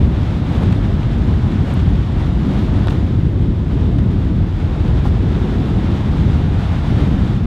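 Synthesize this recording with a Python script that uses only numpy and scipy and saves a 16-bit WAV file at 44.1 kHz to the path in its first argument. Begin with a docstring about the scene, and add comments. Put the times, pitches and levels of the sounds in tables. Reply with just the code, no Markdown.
"""A karate form on a windy beach, heard by one camera microphone.
From the start, wind buffets the microphone over the wash of surf on a reef. Near 0.6 s a bare foot
scuffs the sand and the heavy cotton uniform swishes, then snaps taut. Techniques follow about once
a second, the sharpest at 2.9 s; after it the surf's hiss drops about 5 dB, then comes back.
The last snap, at 5 s, is a dull one. After it only faint scuffs remain under the wind and the sea."""
import sys
import numpy as np
from scipy import signal
from scipy.fft import rfft, irfft
from scipy.io import wavfile

SR = 44100
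rng = np.random.default_rng(int(sys.argv[2]) if len(sys.argv) > 2 else 0)


def wrap_up_sound(samples):
    """Save the sound to the file named by the first command line argument, as 16-bit audio."""
    columns = np.atleast_2d(samples).T
    # keep every value between -1 and 1, then stretch to whole-number steps
    tamed = np.clip(columns, -1, 1)
    steps = np.round(tamed * 32767).astype(np.int16)
    wavfile.write(sys.argv[1], SR, steps)


N = 328986
TIME = np.arange(N) / SR
HZ = np.fft.rfftfreq(N, 1 / SR)

# tone of heavy cotton, for swishes and snaps alike: f/Hz, level/dB
CLOTH_COLOUR = [(150, -6), (500, 16), (1000, 8), (1800, 1), (3600, -4), (5000, -16.5), (8000, -21),
                (15000, -34)]


def uniform():
    """Cotton rubs in a fine rustle, then cracks in bursts of a few milliseconds."""
    # a sleeve or trouser leg sweeps through the air: t/s at the fastest, level/dB, half length/s
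    swishes = [(.55, -33.5, 0.051), (.626, -32, 0.0099), (1.703, -31, 0.028), (2.885, -39, 0.009),
               (2.921, -33, 0.021), (5.06, -38.5, .015)]
    # the cloth cracks taut: t/s, level/dB, decay/s, centre f/Hz, width/octaves
    snaps = [(.6345, -30, .005, 3600, 2.2), (.7095, -32, .002, 2800, 2), (.7232, -36.5, .002, 9000, 1.4),
             (.7265, -29.5, .004, 3600, 1.7), (1.7398, -35, .0006, 10500, .33),
             (2.872, -19, .0014, 3200, 3), (2.8838, -18, .0011, 2500, .85), (2.9, -36, .001, 11000, 1.2),
             (2.9064, -27.5, .002, 4000, 1.7), (3.986, -30.5, .005, 3300, 1.8), (5.055, -27, .013, 950, .5)]
    cloth = strokes(swishes) * coloured(grains(per_s=9000, spread_db=0.5), CLOTH_COLOUR)
    for s, db, decay_s, centre_hz, octaves in snaps:
        burst = snap(decay_s, centre_hz, octaves)
        start = round(s * SR) - len(burst) // 2
        cloth[start:start + len(burst)] += gain_of(db) * burst
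    return cloth


def snap(decay_s, centre_hz, octaves, kick=0.45, length=2048):
    """One kick of air as a fold goes taut, then a dying shiver."""
    t, hz = np.arange(length) / SR, np.fft.rfftfreq(length, 1 / SR)
    drive = rng.standard_normal(length) * np.exp(-t / decay_s)
    drive[0] = kick * np.linalg.norm(drive)
    drive *= np.sqrt(decay_s * SR) / np.linalg.norm(drive)  # rms about one over the decay time
    fold = np.exp(-.5 * (np.log2((hz + 1) / centre_hz) / octaves) ** 2)  # small folds high, large low
    crack = irfft(rfft(drive) * evened(fold * response(CLOTH_COLOUR, hz)))
    return np.roll(crack, length // 2)  # the kick sits in the middle


def sand():
    """Dry grains spray from under a sliding foot."""
    # foot slides: t/s at the fastest, level/dB, half length/s
    scuffs = [(.56, -56, 0.048), (.655, -53, .018), (2.57, -51, .08), (2.92, -50, 0.029), (5.07, -44, .02),
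              (5.98, -60, .1), (7.0, -54, .08), (7.255, -53, .018)]
    # bright grit of dry sand: f/Hz, level/dB
    sand_colour = [(800, -18), (3600, 10), (5000, -1), (8000, -9.5), (12000, -13), (14000, -14),
                   (15500, -25)]
    return strokes(scuffs) * coloured(grains(per_s=5300, spread_db=2.5), sand_colour)


def wind(buffet_db=0.09, rasp_db=-0.5, lumpy_db=1, gusty_db=0.44, lean_db=0.29):
    """Large eddies push on the microphone; smaller ones flutter and rasp over it in lumps."""
    # the wind's strength before gusts and trims: t/s, buffet level/dB, flutter level/dB, rasp level/dB
    strength = [(0.0, -11.5, -19.5, -25), (0.42, -20, -19.5, -32.0), (0.61, -14.5, -18, -27.0),
                (1.38, -15, -19.5, -29.5), (1.53, -18, -17.5, -28.5), (1.87, -13.5, -19.0, -31),
                (2.33, -14.5, -20.0, -28.5), (2.48, -19.5, -15.5, -27), (2.75, -15, -20.0, -27),
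                (4.39, -15, -18, -28.5), (4.54, -17.5, -25.5, -31.5), (4.86, -14.5, -19.5, -26.5),
                (5.01, -13.0, -20.5, -29.5), (5.58, -17.5, -18.5, -24.5), (6.46, -14.5, -19, -30.5),
                (6.69, -16, -21.5, -33.5), (7.07, -14.5, -15.5, -25.5), (7.45, -18.5, -21, -34.5)]
    # deep rumble of the large eddies: f/Hz, level/dB
    buffet_colour = [(12, -34), (25, -24), (33, -12), (41, -6), (50, 0.5), (68, .5), (100, 1.5),
                     (125, -5.5), (170, -15.5), (300, -48.5), (600, -86.5)]
    # low flutter of the smaller eddies: f/Hz, level/dB
    flutter_colour = [(70, -28.5), (120, -2.5), (155, 0), (200, -2.5), (240, -6.5), (290, -11.5),
                      (380, -33.5), (1000, -80)]
    # low-mid rasp of the smallest eddies: f/Hz, level/dB
    rasp_colour = [(200, -21), (300, 0), (370, -3.5), (450, -10.5), (600, -20), (1500, -66.5)]
    # brief gusts and lulls: t/s, level change/dB
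    gusts = [(.63, 0.5), (1.05, -2.5), (1.93, 0.5), (2.08, -4.5), (3.61, -3), (3.87, 1.5), (4.72, -0.5),
             (6.0, -3), (6.29, 2.5)]
    lumps = gain_of(lumpy_db * drift(rate_hz=45))
    buffet = steadied(noise(buffet_colour), span_s=0.24) * level(strength, column=1)
    flutter = steadied(noise(flutter_colour) * lumps, span_s=0.3) * level(strength, column=2)
    rasp = steadied(noise(rasp_colour) * lumps, span_s=0.25) * level(strength, column=3)
    gust_db = sum(db * bell(s, half_s=0.043) for s, db in gusts)
    gusting = gain_of(gusty_db * drift(rate_hz=7) + gust_db)
    pan_db = lean_db * np.array([[1], [-1]])  # a little harder on the left
    lows = gain_of(buffet_db + pan_db) * buffet + gain_of(pan_db / 2) * flutter
    return gusting * (lows + gain_of(rasp_db) * rasp)


def surf(roar_db=3.0, wash_db=1, churn_db=0.95, froth_db=0.73, lap_db=0.57, splash_db=-11):
    """Breakers roar on the reef; their foam hisses, full of small splashes. 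Both share one envelope."""
    # the surf's hiss drops about 5 dB after 2.9 s, then comes back: t/s, relative level/dB
    fader = [(0.0, -39), (.55, -38.5), (1.98, -39), (2.8, -38), (3.32, -44), (3.86, -41.5), (4.45, -43),
             (4.68, -39.5), (5.65, -38), (6.15, -36.5), (6.45, -38), (6.85, -38), (7.0, -36.5), (7.45, -40)]
    # midrange body of the breakers: f/Hz, level/dB
    roar_colour = [(200, -25.5), (450, 2), (700, 2), (950, -2), (1300, -10), (2200, -17), (5000, -58.5)]
    # broad hiss of the foam: f/Hz, level/dB
    wash_colour = [(300, -20), (800, 1), (1300, 1.5), (2000, -3.5), (2600, -5.5), (3100, -5.5),
                   (3600, -4.5), (4200, -11.5), (5000, -15.5), (6000, -20.5), (7500, -24), (9000, -29.5),
                   (12000, -35), (15500, -46)]
    roar = noise(roar_colour) * gain_of(churn_db * drift(rate_hz=26))
    foam = rng.standard_normal(N) + gain_of(splash_db) * grains(per_s=1500, spread_db=4.0)
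    wash = coloured(foam, wash_colour) * gain_of(froth_db * drift(rate_hz=15))
    lapping = gain_of(lap_db * drift(rate_hz=5))  # small waves ripple the level
    envelope = level(fader, column=1) * lapping
    return envelope * (gain_of(roar_db) * roar + gain_of(wash_db) * wash)


def gain_of(db):
    """Decibels to a factor."""
    return 10 ** (np.asarray(db) / 20)


def evened(x):
    """Scales to an rms of one."""
    return x / np.sqrt(np.mean(x ** 2) + 1e-20)


def response(colour, hz):
    """Reads an EQ curve drawn on a log-frequency axis as gains."""
    points_hz, db = np.transpose(colour)
    return gain_of(np.interp(np.log(hz + 1), np.log(points_hz), db))


def coloured(x, colour):
    """Filters by an EQ curve; rms one."""
    return evened(irfft(rfft(x) * response(colour, HZ), N))


def noise(colour):
    """A noise bed shaped by an EQ curve; rms one."""
    return coloured(rng.standard_normal(N), colour)


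def level(curve, column):
    """One dB column of a fader curve as a gain for every sample."""
    rows = np.asarray(curve)
    return gain_of(np.interp(TIME, rows[:, 0], rows[:, column]))


def drift(rate_hz):
    """A random wobble of rms one, up to about rate_hz swings a second."""
    return evened(irfft(rfft(rng.standard_normal(N)) / (1 + (HZ / rate_hz) ** 4), N))


def steadied(x, span_s):
    """Rides the slow swings out of a noise, so that an envelope can set its strength."""
    window = signal.windows.hann(int(span_s * SR) | 1)
    power = signal.fftconvolve(x ** 2, window / window.sum(), "same")
    return x / np.sqrt(power + 1e-9)


def grains(per_s, spread_db):
    """A random train of tiny clicks; a wide spread makes a few stand out."""
    size = gain_of(spread_db * np.minimum(rng.exponential(1, N), 4))
    return evened(size * rng.standard_normal(N) * (rng.random(N) < per_s / SR))


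def bell(s, half_s):
    """A smooth rise and fall of height one around a moment."""
    return np.exp(-.5 * ((TIME - s) / half_s) ** 2)


def strokes(moves):
    """The summed bell-shaped envelopes of some quick movements."""
    return sum(gain_of(db) * bell(s, half_s) for s, db, half_s in moves)


def scene():
    """The sea and the performer are straight ahead, under the wind."""
    return wind() + surf() + uniform() + sand()


def record(dry, ceiling=1.0, fade_s=.004, cutoff_hz=15600):
    """Soft-clips the largest gusts, fades both ends and cuts the highest treble."""
    rounded = dry / (1 + (dry / ceiling) ** 6) ** (1 / 6)
    faded = rounded * signal.windows.tukey(N, 2 * fade_s * SR / N)
    lowpass = signal.firwin(511, cutoff_hz, window=("kaiser", 9), fs=SR)
    return signal.oaconvolve(faded, lowpass[None], "same")


dry = scene()
out = record(dry)
wrap_up_sound(out)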